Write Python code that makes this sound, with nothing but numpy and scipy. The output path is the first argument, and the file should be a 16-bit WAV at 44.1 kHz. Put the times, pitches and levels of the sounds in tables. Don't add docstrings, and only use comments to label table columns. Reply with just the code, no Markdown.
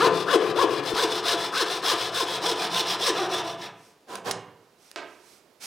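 import sys
import numpy as np
from scipy import signal
from scipy.fft import rfft, irfft, next_fast_len
from scipy.io import wavfile

SR = 44100
rng = np.random.default_rng(int(sys.argv[2]) if len(sys.argv) > 2 else 0)


def waveform_to_disk(signal):
    frames = np.transpose(np.atleast_2d(signal))
    scaled = np.clip(frames, -1, 1) * 32767
    samples = np.round(scaled).astype(np.int16)
    wavfile.write(sys.argv[1], SR, samples)


N = 249585
TIME = np.arange(N) / SR

# start_s, end_s, top_teeth_per_s, bite (0-1), level_db, fastest_at (share of stroke),
# board_db, treble_db, squawk_db, whine_db
CUTS = [(-.019, 0.084, 518, 0.28, -25.5, 0.61, 2, -0.5, 7.5, 4),
        (.268, 0.369, 583, .61, -27, 0.54, -1, -1.5, 3, 0),
        (0.554, 0.651, 575, 0.49, -31, 0.65, 0.5, 1.5, 10, 1.5),
        (.83, .942, 450, 0.35, -31.5, 0.59, -3.5, -1.5, -4, -8),
        (0.949, 1.055, 577, 0.45, -23.5, 0.63, 0, -0.5, 0.5, -2),
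        (1.234, 1.352, 587, 0.41, -24.5, .64, -1, -1, -6.5, -2.5),
        (1.527, 1.638, 567, 0.57, -26.5, 0.61, 0.5, 2, 2, 6.5),
        (1.827, 1.943, 595, 0.42, -24.5, 0.66, 0.5, 1, 1.5, 0.5),
        (2.122, 2.243, 554, 0.44, -28, 0.62, 1.5, 2, 0, 1.5),
        (2.414, 2.539, 500, 0.26, -25.5, .62, 2.5, 0, 5, -6.5),
        (2.706, 2.829, 527, 0.25, -26.5, 0.56, -1.5, 1, 0, -4),
        (2.992, 3.112, 593, 0.48, -23, .6, -0.5, 0, 0, -16.5),
        (3.296, 3.417, 400, .06, -30, 0.5, -1, 1, -3, 0.5),
        (3.575, 3.691, 406, 0.05, -40, .55, 1, -0.5, -9, -7.5)]
# start_s, level_db, bite (0-1), treble_db
RETURNS = [(.11, -39, 0.15, 4.5), (.385, -36.5, 0.07, 1), (.673, -37.5, 0.05, 3.5), (1.061, -32, 0.11, 1.5),
           (1.355, -30.5, 0, -0.5), (1.648, -31.5, .15, 1), (1.945, -29.5, 0.03, 1), (2.258, -28, 0, -0.5),
           (2.554, -26.5, .06, -1.5), (2.84, -28, .09, -1), (3.124, -31, 0.1, -0.5),
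           (3.426, -37.5, 0.05, 0.5)]
BLADE_SPEED = [.32, .53, .68, .8, .9, .97, 1, .945, .81, .61, .54]
# time_s, hollow_db
HOLLOWNESS = [(0, 2), (.75, 5), (.97, -6.5), (1.6, -9.5), (2.4, -10.5), (3.0, -10.5), (3.2, -4.5),
              (3.402, -5.5), (3.65, -6.5), (4.2, 2)]
# level_db, hollow_share, full_bite_db
SAW_VOICES = [(-1, 1, 1.5), (2, 0.41, 7.5), (-6.5, 0.59, -14), (-3, -0.0013, 4), (-16, -0.068, 8),
              (3.5, 0.67, -3.5), (0, 0.51, -4.5)]
# full_bite_rise_db, heaviest_at, spread (both shares of stroke), taper_power
PRESSURE = [(25, 0.851, 0.2, .8), (12, 0.9, 0.16, .45), (8, 0.88, 0.23, 0.71), (13.9, .83, .11, 1.21),
            (15.747, .86, 0.28, 1.33), (22, .73, 0.19, 1.2), (8, 0.48, 0.37, 1.2)]
# pitch_hz, width_hz, level_db
BOARD_MODES = [(115, 23, -6), (164, 59, -1.5), (216.4, 49, -14.5), (283, 46, -6.5), (355.5, 34, 3),
               (443.5, 12, 6.5), (523, 74, 2.5)]
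FRAME_MODES = [(692, 70, 2.5), (840, 80, -2), (988.6, 45, 5), (1209, 27, 1), (1302, 90, -4),
               (1502, 110, -9), (1691, 87, -2.5)]
KERF_MODES = [(1915, 130, -3.7), (2186, 130, -2.5), (2537, 140, 0.92), (2990, 73, 1)]
BLADE_MODES = [(3044, 40, -0.5), (3290, 100, 0.5), (3463, 128, 6), (3790, 150, 4), (4040, 390, 0.5)]
BLADE_TOP_MODES = [(4520, 330, -0.71), (4990, 420, -1.3)]
# time_s, pitch_ratio
TOP_RING_RISE = [(0, 0.98), (1.3, 1.063), (2.7, 1.07), (3.3, 1.135)]
# pitch_hz, level_db
TOOTH_COLOUR = [(150, -14.5), (270, -6.5), (315, -0.5), (355, 5.5), (390, -2), (440, 2.5), (500, 2.5),
                (560, -5.5), (750, -6.5), (900, -17), (980, -3.5), (1045, -1), (1130, -11), (1200, 4),
                (1330, -2), (1550, -5.5), (1690, -4), (1850, -15.5), (2200, -20), (3200, -14)]
CREAK_COLOUR = [(335, -8), (385, -1.5), (700, -3.5), (800, -8.5), (1020, -4), (1110, -17), (1200, 3),
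                (1400, -24), (2000, -16)]
# frequency_hz, density_db
FIBRE_SPECTRUM = [(60, -23.5), (3500, -3.5), (6000, -4.5), (7000, -13), (8300, -9), (10000, -12.5),
                  (12000, -22), (14000, -18), (16000, -24)]
AIR_SPECTRUM = [(15, -30), (40, -18), (100, -12), (200, -5), (400, 0), (1000, -8), (2000, -15), (5000, -17),
                (9000, -24), (16000, -29)]
SWISH_SPECTRUM = [(88, -40), (150, -10), (1080, -9.5), (1480, -5), (1630, -12), (2400, -6), (2810, -10),
                  (5680, -3.5), (7000, -9.5), (8600, -8), (16000, -24)]
TEAR_SPECTRUM = [(25, -60.5), (60, -36.5), (105, -11.5), (260, -2.5), (330, -2.5), (520, 2), (620, -4.5),
                 (800, 2), (900, -13.5), (990, 6.5), (1100, -6.5), (1600, -7), (2000, -16.5), (3500, -14.5),
                 (5500, -18.5), (10000, -25.5), (12000, -31), (16000, -34)]
SPLINTER_SPECTRUM = [(40, -55), (200, -30), (1000, -5), (1500, -4), (3000, -9.5), (5000, -1.5), (7000, -10),
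                     (10000, -7), (12500, -23), (16000, -21)]
# frequency_hz, t60_s, level_db
ROOM_TAIL = [(96.5, 0.93, 10), (377, 0.79, 3), (1004, 0.75, 1.5), (2860, 0.57, 2), (3970, 0.33, -5),
             (7740, 0.28, -1.5), (16400, 0.18, -29)]
# pitch_hz, width_hz, level_db
ROOM_MODES = [(120.74, 2.6, -9), (170.7, 4, 5.5), (357, 2.8, 2.5), (434, 2.8, 8), (457.3, 1.2, -0.5),
              (510, 3.7, 2), (647, 5.4, -6), (678, 5.6, 2), (882, 4, -7), (1025, 5, -4.5), (1048, 4, -2),
              (1193, 9.4, -3), (1357, 6, -9)]
# delay_s, level_db
WALL_ECHOES = [(.027, -12.5), (0.043, -9), (0.071, -9.5)]
# start_s, stop_s, top_teeth_per_s, level_db
DIVE = (.918, .941, 450, -25)
# level_db, pitch_hz, length_s
THUMP = (-44, 60, .004)
# start_s, end_s, pitch_hz, level_db
SQUEAKS = [(2.562, 2.688, 5400, -54), (2.755, 2.799, 3404, -28), (2.862, 2.966, 5100, -34.5),
           (2.871, 2.97, 3347, -32)]
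# time_s, slips_per_s, level_db
CREAK_PATH = [(3.15, 312, -50), (3.175, 338, -32), (3.195, 404, -29), (3.215, 367, -29), (3.235, 376, -36),
              (3.255, 375, -26), (3.287, 340, -47), (3.325, 346, -30.5), (3.36, 348, -49),
              (3.386, 336, -38), (3.424, 308, -55), (3.465, 336, -32), (3.499, 360, -65)]
# start_s, end_s, level_db
SWISHES = [(3.73, 3.97, -60.5), (4.76, 4.97, -60), (5.0, 5.25, -63.5), (5.18, 5.44, -58),
           (5.595, 5.72, -39.5)]
# start_s, end_s, level_db
TEARS = [(4.066, 4.21, -37.5), (4.24, 4.325, -28.5)]
# start_s, level_db, decay_s
SNAPS = [(4.1553, -29, 0.0023), (4.311, -20.5, 0.0047), (4.9145, -35.5, 0.0011)]
# start_s, level_db
RECOIL_TAPS = [(4.292, -16), (4.318, -24)]
LANDING_TAPS = [(4.96, -9), (4.9631, -15), (4.97, -35)]
# pitch_hz, width_hz, level_db
RECOIL_MODES = [(129, 30, -3), (170, 43, 6), (304, 64, 8), (467, 50, -8)]
OFFCUT_MODES = [(332, 144, 5.5), (650, 550, 4.5), (1317, 150, 4), (1540, 93, 7), (2380, 1000, 0),
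                (3500, 610, 1.5), (4640, 1250, -2)]
# frequency_hz, side_to_mid_db
STEREO_WIDTH = [(100, -29), (1000, -10), (4000, -5.5), (7000, -13), (9000, -5), (11500, 8.5), (16000, -3.5)]
# time_s, left_minus_right_db
BALANCE = [(0.0, 3), (0.12, 6.0), (0.91, 6.5), (0.96, 2.5), (2.19, 2.5), (2.77, 0.0), (3.14, 1),
           (5.56, -7.5), (5.66, -4)]


def from_db(db):
    return 10 ** (np.asarray(db) / 20)


def rms_one(x):
    return x / np.sqrt(np.mean(x ** 2) + 1e-20)


def in_time(rows):
    return np.interp(TIME, *np.transpose(rows))


def at_hz(points, hz, column=1):
    points = np.array(points)
    return np.interp(np.log(hz + 1), np.log(points[:, 0]), points[:, column])


def convolve(x, response):
    return signal.fftconvolve(x, response)[:N]


def band(x, low_hz, high_hz, order=2):
    return signal.sosfilt(signal.butter(order, [low_hz, high_hz], "band", fs=SR, output="sos"), x)


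def noise(spectrum):
    size = next_fast_len(N)
    gain = from_db(at_hz(spectrum, np.fft.rfftfreq(size, 1 / SR)))
    return rms_one(irfft(rfft(rng.standard_normal(size)) * gain, size)[:N])


def stereo_noise(spectrum):
    hz = np.geomspace(20, 16000, 60)
    mid_db = at_hz(spectrum, hz)
    side_db = mid_db + at_hz(STEREO_WIDTH, hz)
    side_gain = np.sqrt(np.sum(hz * from_db(side_db) ** 2) / np.sum(hz * from_db(mid_db) ** 2))
    return noise(spectrum) + side_gain * noise(np.c_[hz, side_db]) * [[1], [-1]]


def flutter(rate_hz):
    pole = np.exp(-2 * np.pi * rate_hz / SR)
    return rms_one(signal.lfilter([1], [1, -2 * pole, pole * pole], rng.standard_normal(N + SR))[SR:])


def arch(start, end):
    return np.sin(np.pi * np.clip((TIME - start) / (end - start), 0, 1)) * (TIME < end)


def pushes(rows, swell):
    return sum(from_db(db) * arch(start, end) ** swell for start, end, db in rows)


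def body(modes):
    t = TIME[:SR // 2]
    response = sum((-1) ** k * from_db(db) * width * np.exp(-np.pi * width * t)
                   * np.cos(2 * np.pi * hz * t) for k, (hz, width, db) in enumerate(modes))
    return response / np.linalg.norm(response)


def strike(rows, modes):
    taps = np.zeros(N)
    for start, db in rows:
        taps[round(start * SR)] = from_db(db)
    return convolve(taps, body(modes))


def drifting_body(x, modes, wander, patchy_db, rate_hz, pitch_ratio=1):
    out, at_rest, t = 0, 0, TIME[:SR // 8]
    for k, (hz, width, db) in enumerate(modes):
        pitch_hz = hz * pitch_ratio * (1 + wander * np.tanh(flutter(rate_hz)))
        spin = np.exp(2j * np.pi * np.cumsum(pitch_hz) / SR)
        gain = (-1) ** k * from_db(db) * width
        ring = signal.lfilter([1], [1, -np.exp(-np.pi * width / SR)], x * spin.conj() + 1e-18) * spin
        out = out + gain * from_db(patchy_db * np.tanh(flutter(rate_hz))) * ring.real
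        at_rest = at_rest + gain * np.exp(-np.pi * width * t) * np.cos(2 * np.pi * hz * t)
    return out / np.linalg.norm(at_rest)


def strokes(turn_s=.022, return_teeth_per_s=400, fastest_at=.55):
    ends = np.array(CUTS)[:, 0] - turn_s
    returns = [(start, ends[ends > start].min(), return_teeth_per_s, bite, db, fastest_at,
                0, treble_db, 0, 0) for start, db, bite, treble_db in RETURNS]
    return sorted(CUTS + returns)


def arm(overlap_s=0.014):
    rate, bite, gains = np.zeros(N), np.zeros(N), np.zeros((len(SAW_VOICES), N))
    tenths = np.linspace(0, 1, len(BLADE_SPEED))
    for start, end, top_rate, depth, db, fastest, board_db, treble_db, squawk_db, whine_db in strokes():
        touch = (TIME > start - overlap_s) & (TIME < end + overlap_s)
        along = np.interp(TIME[touch], [start, start + fastest * (end - start), end], [0, .6, 1])
        free = rate[touch] == 0
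        rate[touch] += free * top_rate * np.interp(along, tenths, BLADE_SPEED)
        bite[touch] += free * depth
        hollow_db = np.interp((start + end) / 2, *np.transpose(HOLLOWNESS))
        swing = np.abs(np.sin(np.pi * (TIME[touch] - start + overlap_s) / (end - start + 2 * overlap_s)))
        colour = (board_db, 0, 0, treble_db, treble_db, squawk_db, whine_db)
        for gain, colour_db, voice, pressure in zip(gains, colour, SAW_VOICES, PRESSURE):
            voice_db, hollow_share, bite_db = voice
            rise_db, heaviest, spread, taper = pressure
            press = from_db(rise_db * depth * np.exp(-((along - heaviest) / spread) ** 2))
            strength = from_db(db + colour_db + voice_db + hollow_share * hollow_db + bite_db * depth)
            gain[touch] += strength * rms_one(swing ** taper * press)
    return rate, bite, gains


def teeth(rate, jitter=.012, uneven_db=4.5):
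    passed = np.cumsum(rate * (1 + jitter * flutter(120))) / SR
    hits = np.flatnonzero(np.diff(np.floor(passed)) > 0)
    taps = np.zeros(N)
    taps[hits] = from_db(uneven_db * rng.standard_normal(N)[hits]) * np.sqrt(SR / (rate[hits] + 260))
    return taps, passed


def tooth_tone(rate, passed, bite, board, squawk, whine, boom_db=2.0, waver_db=3.5, harmonics=7):
    tone = board * from_db(at_hz(TOOTH_COLOUR, rate) + boom_db) * np.sin(2 * np.pi * passed)
    for k in range(2, harmonics + 1):
        strength = from_db(at_hz(TOOTH_COLOUR, k * rate) + waver_db * flutter(61))
        tone += (squawk if k == 2 else whine) * strength * np.sin(2 * np.pi * k * passed)
    return band(np.sqrt(2 * bite) * tone, 160, 6000, order=3)


def saw(tap_share=.45, grit_db=1.5, judder_db=2.5, surge_db=1.6, crackle_db=0.5):
    rate, bite, (board, frame, kerf, rasp, hiss, squawk, whine) = arm()
    taps, passed = teeth(rate)
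    grit = rms_one(np.exp(-bite * (passed % 1)) * from_db(grit_db * np.tanh(flutter(1000))))
    judder = rms_one(from_db(judder_db * np.tanh(flutter(47)) + surge_db * np.tanh(flutter(21))))
    regular = tap_share * bite

    def drive():
        return judder * (np.sqrt(regular) * taps + np.sqrt(1 - regular) * grit * rng.standard_normal(N))

    loose = 1 - bite
    wood = drifting_body(loose ** 2 * board * drive(), BOARD_MODES, wander=.0053, patchy_db=3, rate_hz=7.8)
    bow = drifting_body(loose * frame * drive(), FRAME_MODES, wander=.011, patchy_db=4.5, rate_hz=16)
    slot = drifting_body(kerf * drive(), KERF_MODES, wander=.054, patchy_db=4, rate_hz=11)
    steel = drifting_body(rasp * drive(), BLADE_MODES, wander=.031, patchy_db=2, rate_hz=10)
    top = drifting_body(rasp * drive(), BLADE_TOP_MODES, wander=.027, patchy_db=1.5, rate_hz=20,
                        pitch_ratio=in_time(TOP_RING_RISE))
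    crackle = rms_one(from_db(crackle_db * np.tanh(flutter(150))))
    fibres = hiss * judder * grit * crackle * stereo_noise(FIBRE_SPECTRUM)
    scrape = (from_db(-3) * band(wood, 91, 590, order=3)
              + from_db(-6) * band(bow, 490, 4700)
              + from_db(-3) * band(slot, 1500, 4000)
              + from_db(-4.5) * band(steel, 2200, 7800, order=3)
              + from_db(-10.5) * band(top, 4500, 7000, order=3)
              + from_db(4.5) * fibres)
    return scrape + tooth_tone(rate, passed, bite, board, squawk, whine)


def workshop(standing_db=-12.5, build_s=.008):
    t = TIME[:SR]
    edges_hz = 70 * 2 ** (np.arange(17) / 2)
    white, tail = rng.standard_normal((2, SR)), np.zeros(SR)
    for k, (low, high) in enumerate(zip(edges_hz, edges_hz[1:])):
        hz = np.sqrt(low * high)
        fade = from_db(-60 * t / at_hz(ROOM_TAIL, hz)) * np.clip(t / build_s, 0, 1) ** 2
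        gain = from_db(at_hz(ROOM_TAIL, hz, column=2)) / np.linalg.norm(fade)
        tail += gain * band(white[k % 2], low, high) * fade
    tail[:SR // 2] += from_db(standing_db) * body(ROOM_MODES)
    slaps = np.zeros(SR)
    for delay, db in WALL_ECHOES:
        slaps[round(delay * SR)] = from_db(db)
    return tail + band(slaps, 250, 1500)


def dive_and_thump():
    start, stop, top_rate, db = DIVE
    thump_db, thump_hz, length = THUMP
    rate = top_rate * (1 - np.clip((TIME - start) / (stop - start), 0, 1) ** 3)
    cycles_left = (rate.sum() - np.cumsum(rate)) / SR
    dive = from_db(db) * arch(start, stop) * np.sin(2 * np.pi * cycles_left)
    age = TIME - stop
    thump = from_db(thump_db) * np.exp(-(age / length) ** 2) * np.cos(2 * np.pi * thump_hz * age)
    return dive + thump


def blade_squeaks(width_hz=240):
    out = np.zeros(N)
    for start, end, hz, db in SQUEAKS:
        rub = arch(start, end) * rng.standard_normal(N)
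        out += from_db(db) * drifting_body(rub, [(hz, width_hz, 0)], wander=.048, patchy_db=2, rate_hz=25)
    return out


def blade_creak(jitter=0.0096, waver_db=2.0, harmonics=5):
    times, slips_per_s, db = np.transpose(CREAK_PATH)
    rate = np.interp(TIME, times, slips_per_s)
    slips = np.cumsum(rate * (1 + jitter * flutter(98))) / SR
    tone = sum(from_db(at_hz(CREAK_COLOUR, k * rate) + waver_db * np.tanh(flutter(29.8)))
               * np.sin(2 * np.pi * k * slips) for k in range(1, harmonics + 1))
    level = from_db(np.interp(TIME, times, db)) * (TIME > times[0]) * (TIME < times[-1])
    return np.sqrt(2) * tone * level


def rubbing_swishes():
    return pushes(SWISHES, swell=1.34) * stereo_noise(SWISH_SPECTRUM)


def offcut_break(crunch_db=0.5):
    tearing = pushes(TEARS, swell=1.3) * rms_one(from_db(crunch_db * flutter(290)))
    bursts = sum(from_db(db) * (TIME >= start) * np.exp(-np.abs(TIME - start) / decay)
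                 for start, db, decay in SNAPS)
    crunch = tearing * stereo_noise(TEAR_SPECTRUM)
    splinters = bursts * stereo_noise(SPLINTER_SPECTRUM)
    thud = band(strike(RECOIL_TAPS, RECOIL_MODES), 68.7, 700)
    return band(crunch + splinters + thud, 80, 20000, order=3)


def offcut_landing():
    return band(strike(LANDING_TAPS, OFFCUT_MODES), 127, 12000, order=3)


def scene(bench_send_db=-5.5, floor_send_db=3.5, air_db=-62):
    bench = saw() + blade_creak() + blade_squeaks() + offcut_break() + rubbing_swishes()
    floor = offcut_landing()
    into_room = from_db(bench_send_db) * bench.mean(axis=0) + from_db(floor_send_db) * floor
    room = convolve(into_room, workshop())
    air = from_db(air_db) * stereo_noise(AIR_SPECTRUM)
    lean_db = in_time(BALANCE) / 2
    return (bench + dive_and_thump() + floor + room + air) * from_db([lean_db, -lean_db])


def record(dry, cutoff_hz=15900):
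    return signal.sosfilt(signal.ellip(10, .2, 80, cutoff_hz, fs=SR, output="sos"), dry)


dry = scene()
out = record(dry)
waveform_to_disk(out)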